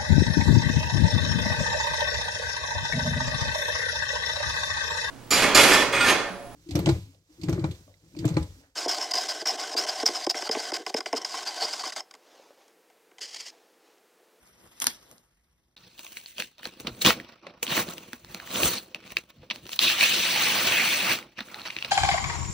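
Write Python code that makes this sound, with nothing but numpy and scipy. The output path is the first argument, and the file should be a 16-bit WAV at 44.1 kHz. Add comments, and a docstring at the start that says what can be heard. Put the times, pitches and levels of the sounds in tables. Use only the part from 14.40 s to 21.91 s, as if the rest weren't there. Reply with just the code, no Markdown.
"""A dry room with a bed and soft walls: fingers pick at the wrapping paper on a flat cardboard box,
then tear it off in short and long rips. Fibres break as dense grains of noise, creases snap as ticks
with a short ring, and the box booms and knocks through low resonances, over a low building murmur.
A two-port microphone hears it from the side first, then, after a very short silence, from above."""
import sys
import numpy as np
from scipy import signal
from scipy.fft import rfft, irfft, next_fast_len
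from scipy.io import wavfile
from scipy.ndimage import uniform_filter1d

SR = 44100
rng = np.random.default_rng(int(sys.argv[2]) if len(sys.argv) > 2 else 0)


def to_wav(sig):
    """Store sig (one row per channel, or 1-D mono) as 16-bit WAV at the path in sys.argv[1].

    Samples outside -1..1 are clipped; the rate is SR.
    """
    pcm = np.clip(np.atleast_2d(sig), -1, 1) * 32767
    pcm = np.round(pcm).astype(np.int16)
    wavfile.write(sys.argv[1], SR, pcm.T)  # frames by channels


N = 331191
SIZE = next_fast_len(N + SR)   # FFT length, with room for tails
CUTOFF_HZ = 16300   # top of the sound

# Borders between the parts: box below BOX_HZ, slack sheet up to SLACK_HZ, tight sheet up to HISS_HZ,
# single fibres above that
BOX_HZ, SLACK_HZ, HISS_HZ = 545, 1465, 6050
STRIP_DB, UPPER_DB = 5, 0   # usual lift of the loudest region and of the upper patch


def from_db(db):
    """Turns a level in dB into a gain."""
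    return 10 ** (np.asarray(db) / 20)


def rms_one(x):
    """Scales a signal to unit power."""
    return x / np.sqrt(np.mean(x ** 2) + 1e-20)


def over_hz(rows):
    """Reads the columns of a frequency table at every FFT bin, evenly along pitch."""
    hz, *columns = np.transpose(rows)
    bins = np.log(np.maximum(np.fft.rfftfreq(SIZE, 1 / SR), 1))
    return [np.interp(bins, np.log(hz), c) for c in columns]


def over_time(t, rows):
    """Reads the columns of a time table at the times t."""
    s, *columns = np.transpose(rows)
    return [np.interp(t, s, c) for c in columns]


def causal(db):
    """Makes a filter with this level curve that never sounds early (minimum phase)."""
    cepstrum = irfft(db * np.log(10) / 20, SIZE)
    cepstrum[1:SIZE // 2] *= 2
    cepstrum[SIZE // 2 + 1:] = 0
    return np.exp(rfft(cepstrum))


def band(x, hz, kind):
    """Keeps one frequency range, with a third-order Butterworth design."""
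    return signal.sosfilt(signal.butter(3, hz, kind, fs=SR, output="sos"), x)


def resonance(x, hz, width_hz):
    """Rings at one pitch like a damped spring: two poles, gain about 1 at the top."""
    r = np.exp(-np.pi * width_hz / SR)
    top = (1 - r * r) / 2
    return signal.lfilter([top, 0, -top], [1, -2 * r * np.cos(2 * np.pi * hz / SR), r * r], x + 1e-18)


def drift(rate):
    """Smoothed noise of rms 1; a higher rate wanders faster."""
    size = round(SR / rate / 4)
    once = uniform_filter1d(rng.standard_normal(N), size=size)
    return rms_one(uniform_filter1d(once, size=size))


def patchy(x, low_hz, high_hz, patchy_db):
    """Four neighbouring bands, each swelling and fading on its own as the folds move."""
    edges = np.geomspace(low_hz, high_hz, num=5)
    return sum(from_db(patchy_db * drift(14)) * band(x, [low, high], "band")
               for low, high in zip(edges, edges[1:]))


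def swell_db(t, s, swell_s, hold_s, fade_s):
    """Level under the top of a gesture: straight up in dB, flat, straight down."""
    range_db = 29.5   # covered in one swell or fade time; the slopes then go on
    before = (s - t) / max(swell_s, .002)
    after = (t - s - hold_s) / max(fade_s, .002)
    return -range_db * np.maximum(np.maximum(before, after), 0)


def rumble():
    """The low murmur of the building: shaped noise, nearly the same at both ports."""
    # Shape of the murmur: (frequency [Hz], relative level [dB])
    murmur_shape = [(15, -55.5), (25, -31), (42, -9), (64, -9), (85, -21), (134, -18), (900, -43),
                    (1170, -68), (1980, -120)]
    level_db, = over_hz(murmur_shape)
    noise = rfft(rng.standard_normal((2, N)), SIZE)
    common, apart = irfft(noise * from_db(level_db), SIZE)[:, :N]
    return from_db(-73.5) * rms_one(common + .15 * apart * [[1], [-1]])


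def fumbling(t):
    """Fingers fumble at the wrapping: the rustle level wanders and is never switched off."""
    # Path of the fumbling, before the layer gains in rustle():
    # (time [s], rustle level [dB], box boom over rustle [dB], fibre hiss over rustle [dB])
    fumble_path = [(0.0, -67.5, 4, -15), (0.39, -62, -0.5, -12.5), (0.599, -60, 1, -15),
                   (0.86, -75, -2.5, -12.5), (1.35, -82, 4, -14), (1.37, -59, -7.5, -7),
                   (1.74, -64.5, -1.5, 8), (1.93, -70, -7, -3), (2.157, -69.5, -14, -5),
                   (2.36, -57.5, 0, -4), (2.57, -56.5, 5, 3.5), (2.798, -51.5, 11.5, -4),
                   (3.0, -73.5, -31, -19), (3.22, -70, 9, -24), (3.46, -49.5, 6.5, -6),
                   (3.7, -56, -0.5, 0.5), (3.83, -63.5, -1.5, -1), (3.92, -51.5, -3, 1.5),
                   (4.05, -54, -11, -1), (4.52, -61.5, 5, -4), (4.65, -54.5, -2, -16), (4.87, -66.5, 0, -3),
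                   (5.09, -67.5, 6.5, -5), (5.15, -49.5, -2, 0), (5.24, -63, 6.5, -2),
                   (5.38, -55.5, -9.5, -11), (6.75, -47.5, 4.5, -22), (6.95, -66, -4, -7),
                   (7.06, -54.5, -1.5, 1.5), (7.24, -47.5, -11, -4), (7.35, -47, -13, -5),
                   (7.51, -44, -7, -7)]
    # Where the sheet sounds loudest under the fingers: (time [s], frequency [Hz])
    finger_region = [(0.0, 2300), (0.6, 3880), (1.0, 2200), (1.4, 4130), (1.75, 3220), (2.6, 3420),
                     (2.95, 2120), (3.5, 2900), (3.95, 2310), (4.45, 4000), (4.6, 2600), (5.2, 3200),
                     (6.95, 2320), (7.5, 2800)]
    level_db, boom_db, hiss_db = over_time(t, fumble_path)
    region_hz, = over_time(t, finger_region)
    return dict(level_db=level_db, region_hz=region_hz, grain_db=2, slack_db=-9.5, boom_db=boom_db,
                hiss_db=hiss_db, thud_db=-15, strip_db=STRIP_DB, upper_db=UPPER_DB)


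def fibres(grain_db, clumps):
    """Fibres break at random with uneven force, in clumps; gives their power, near 1 on average."""
    breaks_per_s = 2200
    born = rng.random(N) < breaks_per_s / SR
    unevenness = np.minimum(rng.exponential(1, N), 5) + clumps
    force = born * from_db(np.clip(grain_db, 0, 5) * unevenness)
    spread = signal.lfilter([.1], [1, -.9], force ** 2)   # a break lasts a few tenths of a millisecond
    return spread / uniform_filter1d(spread + 1e-9, size=3000)


def box(x):
    """The cardboard answers in a few broad modes on top of everything below BOX_HZ."""
    # Modes of the box: (frequency [Hz], width [Hz], level [dB])
    box_modes = [(120, 90, -5), (208, 154, -1), (337, 26, -1.5), (477, 89, -1.5)]
    modes = sum(from_db(db) * resonance(x, hz, width) for hz, width, db in box_modes)
    return band(x, BOX_HZ, "low") + modes


def handling():
    """Adds all gestures in power: gains of the five parts; the character follows the loudest gesture."""
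    t = np.arange(0, N, 32) / SR   # a coarse time grid is enough for gestures
    gestures = [fumbling(t), tear(t), *rips(t)]
    powers = [from_db(2 * g["level_db"]) for g in gestures]
    sheet = sum(powers)
    slack, boom, hiss, thud = [sum(from_db(2 * (g["level_db"] + g[part])) for g in gestures)
                               for part in ("slack_db", "boom_db", "hiss_db", "thud_db")]
    gains = np.sqrt([sheet, slack, boom, hiss, thud + bedding_thuds(t)])
    character = [sum(power * g[trait] for power, g in zip(powers, gestures)) / sheet
                 for trait in ("region_hz", "grain_db", "strip_db", "upper_db")]
    return [np.interp(np.arange(N) / SR, t, c) for c in (*gains, *character)]


def rustle():
    """Breaks shake sheet, torn edge, box and bedding. Two rows: direct sound and its scattered twin."""
    (sheet_gain, slack_gain, boom_gain, hiss_gain, thud_gain,
     strip_hz, grain_db, strip_db, upper_db) = handling()
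    strip_octaves = 0.51   # how broadly the loudest region stands out
    upper_hz, upper_octaves = 4150, 0.074   # a smaller patch near the torn edge rings higher up
    clumps = 0.87 * drift(31)
    whole = fibres(grain_db, clumps) + 0.31   # breaks over a steady floor
    breaks = rng.standard_normal((2, 2, N)) * np.sqrt(whole)
    edges = np.geomspace(SLACK_HZ, HISS_HZ, num=12)
    sheet = 0
    for low, high in zip(edges, edges[1:]):
        # each patch between folds has breaks of its own too, and swells and fades as the folds move
        patch_power = 0.15 * whole + 0.16 * fibres(grain_db, clumps)
        patch = rng.standard_normal((2, N)) * np.sqrt(patch_power)
        middle_hz = np.sqrt(low * high)
        near = np.exp(-(np.log2(middle_hz / strip_hz) / strip_octaves) ** 2)
        upper = np.exp(-(np.log2(middle_hz / upper_hz) / upper_octaves) ** 2)
        folds_db = 1.5 * (drift(9.5) + 0.98 * drift(35) + 0.49 * drift(150))
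        patch_gain = from_db(strip_db * near + upper_db * upper + folds_db)
        sheet = sheet + patch_gain * band(patch, [low, high], "band")
    slack = slack_gain * from_db(7.5) * patchy(breaks[0], BOX_HZ, SLACK_HZ, patchy_db=2.06)
    edge = hiss_gain * from_db(2.0) * patchy(breaks[1], HISS_HZ, CUTOFF_HZ, patchy_db=1.5)
    boom = boom_gain * from_db(5.0) * box(breaks[1])
    thud = thud_gain * from_db(24.5) * band(breaks[0], 117, "low")
    return from_db(5.0) * (sheet_gain * sheet + slack + edge + boom + thud)


def rips(t):
    """Crinkles and short rips: each rustle swells to a top, holds and fades."""
    # Single pulls, before the layer gains in rustle():
    # (time of the top [s], rustle level [dB], swell [s], hold [s], fade [s], loudest region [Hz],
    #  slack sheet over rustle [dB], box boom over rustle [dB], fibre hiss over rustle [dB])
    pulls = [(0.074, -62.5, 0.16, .001, 0.085, 2400, -7, -9.5, -11),
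             (0.256, -65, 0.13, .001, 0.052, 3420, -9, 12.5, -6.5),
             (0.423, -36, 0.026, .001, 0.057, 3850, -11.5, -20.5, -11),
             (0.476, -35.5, 0.11, .001, 0.11, 3740, -16, -7.5, -13.5),
             (0.709, -66.5, 0.16, 0.014, 0.21, 3110, -9, 12, -6),
             (1.445, -59.5, 0.11, 0.037, 0.08, 4400, -22, -10, -11.5),
             (1.594, -52.5, 0.054, 0.097, 0.35, 3200, -11.5, -12, 4),
             (1.774, -48, 0.12, .001, 0.13, 2450, -29, -14, 2.5),
             (1.87, -51, 0.087, .001, 0.18, 3150, -33, -25, 4.5),
             (2.004, -37.5, 0.087, 0.0011, 0.11, 3100, -26, -9.5, 1),
             (2.19, -53.5, 0.024, 0.0094, 0.044, 3060, -2.5, -14.5, -14.5),
             (2.258, -43, 0.081, 0.0012, 0.118, 3060, -14, -4, -2),
             (2.4, -53, 0.011, 0.0012, 0.059, 2500, -10, 8, 10.5),
             (2.474, -37, 0.02, 0.0011, 0.047, 3400, -0.5, 5.5, -11.5),
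             (2.62, -31.5, 0.017, 0.00074, 0.051, 3280, -19, -10, 7.5),
             (2.652, -17.5, 0.012, 0.041, 0.064, 3040, -9, -6.5, -3),
             (2.899, -51.5, 0.37, 0.00091, 0.2, 2400, -4.5, -5, -16),
             (3.039, -57.5, 0.045, 0.065, 0.26, 2260, 1, 3.5, -19),
             (3.229, -32, 0.0045, 0.00089, 0.034, 2700, -10, -16, 9),
             (3.309, -29.5, 0.085, 0.051, 0.08, 2880, -9.5, -8, -2),
             (3.371, -28.5, .04, 0.034, 0.072, 1990, -5, -4.5, 2),
             (3.501, -49, 0.11, 0.00092, 0.21, 2700, 1, -9, 9),
             (3.741, -62, 0.083, .001, 0.2, 2670, -11, -14, 7.5),
             (3.953, -53.5, 0.11, .001, 0.46, 2110, 2, -3, -3),
             (4.16, -33, 0.15, 0.073, 0.11, 3400, -6, -3.5, 2.5),
             (4.245, -29, 0.135, 0.03, 0.15, 3240, -9.5, -4.5, 6.5),
             (4.33, -35, 0.25, 0.045, 0.057, 3870, -13, -7.5, -2.5),
             (4.56, -51, 0.025, 0.0012, 0.034, 2640, -12, 1, -6),
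             (4.715, -46, 0.15, 0.00089, 0.066, 2570, -8.5, -6, -1),
             (4.781, -48.5, 0.062, 0.0012, 0.08, 2580, -8, -6, 3),
             (4.904, -55.5, 0.042, .001, 0.026, 2610, -2, -16.5, -2.5),
             (5.031, -60, 0.067, .001, 0.075, 2530, -6, 1, -15),
             (5.104, -30.5, 0.0055, 0.012, 0.017, 2760, -14.5, -32, -30),
             (5.334, -39, 0.12, 0.0011, 0.1, 3560, -16, -13.5, 2.5),
             (6.987, -37.5, 0.035, 0.011, 0.074, 2250, -10.5, -14, -18),
             (7.15, -52, 0.19, 0.075, 0.075, 2840, 1, -1.5, -16),
             (7.254, -37, 0.01, 0.018, 0.053, 2870, -9, -12, -17),
             (7.45, -33.5, 0.01, .001, 0.032, 2800, -9, -10, -16)]
    # The hardest pulls break fibres more evenly: (rustle level [dB], graininess [dB], later held to 0-5)
    pull_grain = [(-69.5, -1.5), (-53.5, 5.5), (-43, 9.5), (-35.5, 1.6)]
    gestures = []
    for s, db, swell, hold, fade, hz, slack_db, boom_db, hiss_db in pulls:
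        grain_db = np.interp(db, *np.transpose(pull_grain))
        level_db = db + swell_db(t, s, swell, hold, fade)
        gestures.append(dict(level_db=level_db, region_hz=hz, grain_db=grain_db, slack_db=slack_db,
                             boom_db=boom_db, hiss_db=hiss_db, thud_db=-28.5,
                             strip_db=STRIP_DB, upper_db=UPPER_DB))
    return gestures


def bedding_thuds(t):
    """The box thuds on the bedding: the power of each low push swells and fades evenly."""
    # Thuds, before the layer gains in rustle(): (time [s], level [dB], swell and fade each [s])
    thud_rows = [(0.256, -62, 0.12), (1.451, -59, 0.076), (2.45, -48, 0.06), (2.516, -45, 0.09),
                 (2.652, -32.5, 0.017), (2.76, -55, 0.18), (3.46, -48.5, 0.11), (3.905, -52, 0.25),
                 (4.25, -30, 0.05), (4.75, -56.5, 0.23), (5.003, -50, 0.078), (5.234, -53, .1)]
    return sum(from_db(2 * (db + swell_db(t, s, length, 0, length))) for s, db, length in thud_rows)


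def snaps():
    """A crease flips: a broad tick, a short ring of the patch around it and a crumbling tail."""
    # Creases that snap: (time [s], level before room and microphone [dB], pitch of the patch [Hz],
    #  tick over that level [dB])
    creases = [(0.4014, -27.5, 5900, 1.5), (0.419, -17, 3327, -3.5), (0.4222, -21.5, 4234, 5.5),
               (0.442, -23.5, 5260, 5), (0.4684, -13, 4150, -1), (0.4691, -8, 4400, -0.5),
               (0.4694, -18, 1082, -16.5), (0.7135, -52, 6200, 12.5), (0.781, -44, 4300, -21),
               (1.3668, -36.5, 3770, -6.5), (1.374, -44, 4000, -11.5), (1.378, -40.5, 3920, -13),
               (1.579, -40, 3500, -6), (1.5857, -37, 4130, -3), (1.5924, -36.5, 3880, 13.5),
               (1.666, -30, 2670, -3), (1.770, -24, 2230, -10), (1.813, -42.5, 4300, 6.5),
               (1.86, -27.5, 4270, -6), (1.982, -21, 3040, -6), (2.001, -13, 3000, -3),
               (2.022, -19.5, 2600, 2), (2.182, -43, 3950, 5), (2.2313, -27, 1770, -15),
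               (2.254, -19, 4160, -5), (2.2553, -20, 1800, -10), (2.265, -33, 1770, 1),
               (2.4, -38.5, 2500, 12), (2.4702, -19, 2880, -2), (2.472, -16, 3620, -12),
               (2.4733, -22, 3830, -6), (2.549, -44, 4000, 5), (2.6146, -21, 4000, -2.5),
               (2.618, -13.5, 4120, -5.5), (2.6226, -20, 3900, -10.5), (2.6484, -7.5, 2910, 0),
               (2.6576, -19, 1170, -10), (2.6614, -1.5, 3020, -3.5), (2.662, -7, 4020, -17),
               (2.7057, -2.5, 1295, -18), (2.8, -24, 1920, -26), (3.0685, -26, 2020, -35),
               (3.2291, -21.5, 2600, 11), (3.267, -22, 3020, 0), (3.279, -18, 2920, -17),
               (3.305, -20, 1935, -3), (3.329, -26, 3600, -1), (3.3676, -18, 2500, -9.5),
               (3.371, -16, 1900, -12), (3.378, -12, 1800, -12), (3.393, -17, 1570, -4),
               (3.397, -18.5, 4100, -1), (3.481, -31, 3430, -3), (3.488, -28.5, 4200, 4),
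               (3.523, -31.5, 4000, -1), (3.581, -27.5, 3100, 1.5), (3.7318, -25.5, 1690, 7.5),
               (3.847, -42, 3250, 12.5), (3.946, -27, 1740, 9.5), (4, -24, 1700, -11),
               (4.1125, -26.5, 3880, -1), (4.074, -31, 2000, -7), (4.1584, -16, 3290, -5),
               (4.233, -7.5, 2800, -10), (4.2345, -21, 1720, -10), (4.248, -17.5, 2990, 2.5),
               (4.382, -23, 4200, -9.5), (4.5464, -19.5, 2650, -3), (4.604, -39.5, 1490, -3),
               (4.64, -39, 2010, -5), (4.677, -44, 3000, 10), (4.705, -34, 2480, 0), (4.7688, -7, 2550, -8),
               (5.1012, -16, 3120, -30), (5.1101, -14.5, 2400, -33), (5.1592, -34.5, 4400, 9),
               (5.255, -37, 3000, -1), (5.2666, -31.5, 3140, 5), (5.2926, -31, 2730, 6.5),
               (5.319, -28, 3270, -5), (5.3315, -20, 3050, -10), (5.3909, -5.5, 4160, -19),
               (5.3913, -1.5, 3330, -15), (5.5, -9, 3000, -4), (5.607, -12, 3980, -9),
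               (5.61, -5.5, 2420, -14), (6.275, -11, 2610, -10), (6.3216, -11, 2645, -20),
               (6.36, -15, 2490, -20), (6.788, -24, 1310, 1), (6.827, -32, 2200, -13),
               (6.9744, -34.5, 2500, -12), (6.9902, -20.5, 1750, -14), (7.0054, -21.5, 3640, -8),
               (7.008, -26, 1700, -6), (7.085, -33.5, 1550, -13), (7.1436, -24.5, 2020, -16),
               (7.1442, -26, 4100, -20), (7.196, -28, 2820, -11), (7.2168, -28, 4070, -19),
               (7.2535, -30, 2400, -3), (7.259, -26, 1900, -10), (7.267, -26, 2900, 1),
               (7.277, -25, 5700, -18), (7.284, -27, 1510, -1), (7.3021, -23.5, 2350, -23),
               (7.305, -20.5, 2500, -11), (7.3652, -15.5, 2400, -19), (7.366, -30, 4270, -19),
               (7.3868, -18.5, 2720, -21), (7.425, -16, 2740, -23), (7.4472, -17, 2660, -24),
               (7.4476, -21, 4030, -21), (7.4605, -30, 5300, -10)]
    # times to fall by 60 dB
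    tick_t60_s, ring_t60_s, overtone_t60_s, crumble_t60_s = 0.0065, 0.0049, 0.0025, 0.012
    length = 4000   # samples
    out, span = np.zeros((2, N + length)), np.arange(length) / SR
    noise = rng.standard_normal((len(creases), 2, 2, length))
    rise = np.square(1 - np.exp(-span / 0.00015))   # the crease runs along its length before it lets go
    quarter_turn = np.array([[0], [np.pi / 2]])   # between the direct and the scattered row
    for (s, db, hz, edge_db), (tick, crumble) in zip(creases, noise):
        tick = from_db(edge_db) * tick * from_db(-60 * span / tick_t60_s)
        ring = np.sin(2 * np.pi * hz * span + quarter_turn) * from_db(-60 * span / ring_t60_s)
        overtone = np.sin(2 * np.pi * 1.5 * hz * span + quarter_turn)
        ring = ring + from_db(-10 - 60 * span / overtone_t60_s) * overtone
        tail = from_db(-3) * resonance(crumble, hz, 2500) * from_db(-60 * span / crumble_t60_s)
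        start = round(s * SR)
        out[:, start:start + length] += from_db(db) * rise * (1.26 * ring + tick + tail)
    return out[:, :N]


def knocks():
    """Sheet or finger bumps the box: a low tone and a puff of noise in one broad cardboard resonance."""
    # Bumps: (time [s], level before room and microphone [dB], pitch [Hz])
    bumps = [(0.421, -36.5, 275), (0.471, -28, 253), (1.987, -34, 588), (2.001, -36.5, 556),
             (2.254, -31.5, 520), (2.265, -53, 550), (2.446, -31, 223), (2.472, -32.5, 310),
             (2.649, -33.5, 640), (2.653, -19, 204), (3.066, -31.5, 560), (3.226, -30.5, 492),
             (3.28, -36, 252), (3.317, -27, 152), (3.374, -25, 336), (3.481, -27, 172), (3.731, -35, 242),
             (3.944, -34.5, 190), (4.153, -31, 199), (4.227, -18.5, 350), (4.548, -41.5, 603),
             (4.769, -39.5, 352), (5.03, -41, 506), (5.11, -38, 220), (5.256, -39.5, 370),
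             (5.422, -38, 370), (7.005, -31.5, 212.6), (7.365, -38.5, 324), (7.448, -42, 303)]
    length = 6000   # samples
    out, span = np.zeros((2, N + length)), np.arange(length) / SR
    noise = rng.standard_normal((len(bumps), 2, length))
    # soft start, then a fall of 60 dB in 0.062 s
    shape = (1 - np.exp(-span / 0.0017)) * from_db(-60 * span / 0.062)
    for (s, db, hz), puff in zip(bumps, noise):
        tone = np.sin(2 * np.pi * hz * span) + 3.57 * resonance(puff, hz, 270)
        start = round(s * SR)
        out[:, start:start + length] += from_db(db) * shape * tone
    return out[:, :N]


def tear(t):
    """The long tear across the lid: one unbroken rip whose level and loudest region keep moving."""
    # Path of the tear, before the layer gains in rustle(): (time [s], rustle level [dB],
    #  loudest region [Hz], slack sheet over rustle [dB], box boom over slack sheet [dB])
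    tear_path = [(5.384, -68, 3600, -19, -4), (5.398, -28, 3630, -16, -3), (5.436, -21.5, 3570, -18.5, 0),
                 (5.47, -25.5, 3500, -16.5, 2.5), (5.51, -24, 3000, -18, -2.5),
                 (5.562, -32, 2840, -10.5, -4), (5.59, -27.5, 2880, -14, -6), (5.628, -19.5, 2450, -16, -3),
                 (5.68, -25, 2770, -17.5, -1.5), (5.76, -26, 3400, -15, 3), (5.81, -26.5, 3320, -18.5, 6.5),
                 (5.86, -25.5, 3270, -12.5, -7), (5.93, -26, 2670, -16, 1), (5.98, -27, 2630, -7.5, -7.5),
                 (6.04, -24, 2650, -14.5, 0), (6.158, -25.5, 2550, -11, -2), (6.24, -26, 2600, -12, 0),
                 (6.274, -23, 2590, -13, 3), (6.295, -26.5, 2600, -10, -1), (6.335, -26, 2280, -9.5, -3.5),
                 (6.39, -26.5, 2260, -13.5, 0), (6.44, -25.5, 2400, -11.5, -4.5),
                 (6.504, -24.5, 2500, -13.5, -4.5), (6.582, -28, 2570, -13.5, 0),
                 (6.674, -28.5, 2370, -8, -5.5), (6.719, -22, 2200, -13, 2.5), (6.768, -36, 2700, -12, -10),
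                 (6.80, -44.5, 2600, -8, -11), (6.878, -68, 2200, 5, 7)]
    # How much two regions stand out: (time [s], loudest region [dB], upper patch [dB])
    tear_focus = [(5.4, 8.5, -5), (5.48, 11, 0), (5.55, 6.5, 1), (5.6, 8, 7), (5.65, 7.5, 0), (5.72, 8, -1),
                  (5.85, 6.5, -4.5), (5.92, 5.5, 0.5), (6.0, 8.5, 8.5), (6.08, 6, 4.5), (6.15, 5, 2.5),
                  (6.25, 4.5, 3), (6.36, 12.5, 0.5), (6.5, 6, -1.5), (6.6, 6.5, 4), (6.72, 8, -2),
                  (6.8, 2.5, -6)]
    level_db, region_hz, slack_db, boom_db = over_time(t, tear_path)
    strip_db, upper_db = over_time(t, tear_focus)
    tearing = (t > tear_path[0][0]) & (t < tear_path[-1][0])
    level_db = np.where(tearing, level_db, -200)   # as good as silent outside the tear
    return dict(level_db=level_db, region_hz=region_hz, grain_db=0.23, slack_db=slack_db,
                boom_db=slack_db + boom_db, hiss_db=-3, thud_db=-40,
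                strip_db=strip_db, upper_db=upper_db)


def room(x):
    """A dull, short tail of fading noise from walls and bedding, a few milliseconds late."""
    t60_s, late_s, cut_hz = 0.077, .006, 8100
    t = np.arange(SR // 3) / SR
    tail = rng.standard_normal((2, len(t))) * from_db(-60 * t / t60_s) * (t > late_s)
    tail = band(tail, cut_hz, "low")
    tail = tail / np.sqrt(np.sum(tail ** 2) / 2)
    return from_db(-17.5) * signal.fftconvolve(x, tail, axes=1)[:, :N]


def ports(x, colour, differ):
    """Both ports get the direct sound, turned in phase against each other, and scatter of opposite sign."""
    balance_db, lead, alike = over_hz(differ)
    direct, scatter = rfft(x, SIZE) * causal(*over_hz(colour))
    side = np.array([[.5], [-.5]])   # left, right
    shared = np.sqrt((1 + alike) / 2) * direct
    opposed = np.sqrt((1 - alike) / 2) * scatter * np.sign(side)
    turned = (shared + opposed) * from_db(side * balance_db) * np.exp(-1j * side * lead)
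    return irfft(turned, SIZE)[:, :N]


def scene():
    """Paper in the room, heard from the side, then from above, with the murmur beneath."""
    # Paper as the microphone hears it from each place: (frequency [Hz], level [dB])
    colour_side = [(60, -9.5), (250, -3.5), (600, -4), (1000, 4.5), (1700, 4.5), (2700, 1.5), (4300, -1.5),
                   (6000, 7), (9000, 11.5), (11200, 2), (13000, 5), (15500, -2.5)]
    colour_above = [(40, -13), (220, 1), (700, -1), (1100, 1), (2100, 2), (2600, 5), (3300, 0.5),
                    (4250, 4.5), (4650, 1), (5100, -0.5), (5900, -0.5), (7000, -8.5), (8000, -5.5),
                    (10000, -6), (11300, -6.5), (12800, -4.5), (14500, -6), (15800, 2)]
    # How the two ports differ: (frequency [Hz], left over right [dB], phase lead of right [rad],
    #  likeness [0-1])
    ports_side = [(60, 0, 0, .92), (1100, 2, -.5, .6), (2000, -1, 0, .65), (2400, 1, 3, .8),
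                  (3000, 2, 2.8, .65), (3500, 1, 0, .45), (4600, -1, .4, .3), (6000, 1, 1.9, .75),
                  (7200, 0, 3.05, 1), (8500, 0, 3.2, 1), (9800, .5, 5.3, .7), (10600, 0, 6.28, 1),
                  (12900, 0, 6.28, 1), (13700, .5, 7.7, .6), (14500, 0, 9.42, 1)]
    ports_above = [(60, 0, 0, .99), (300, 0, 0, .99), (650, -4, .1, .85), (1100, -5, -.2, .85),
                   (1900, -3, -.3, .8), (2800, 2, -.7, .35), (3400, 0, 0, .85), (4500, 0, -.1, .85),
                   (5000, 0, 2.2, .25), (5500, 0, .6, .4), (6000, 0, .8, .6), (7000, 0, 1.9, .3),
                   (7700, 1, 2.9, .75), (8800, .5, 2.4, .45), (9600, .5, 2.8, .7), (10100, 0, 3.142, 1),
                   (13500, 0, 3.142, 1), (14300, 0, 4, .75), (15800, -.5, 4.5, .6)]
    moved_s, silent_s = 1.364, 0.01   # the microphone changes place; all is mute just before
    paper = rustle() + snaps() + knocks()
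    paper = paper + room(paper)
    t = np.arange(N) / SR
    first = ports(paper * (t < moved_s), colour_side, ports_side)
    then = ports(paper * (t >= moved_s), colour_above, ports_above)
    audible = (t < moved_s - silent_s) | (t >= moved_s)
    return (first + then + rumble()) * audible


def record(dry):
    """Rounds the highest peaks, then cuts the deepest bass and the top."""
    rounded = band(.95 * np.tanh(dry / .95), 42, "high")
    return signal.sosfilt(signal.cheby2(16, 70, CUTOFF_HZ, fs=SR, output="sos"), rounded)


dry = scene()
out = record(dry)
to_wav(out)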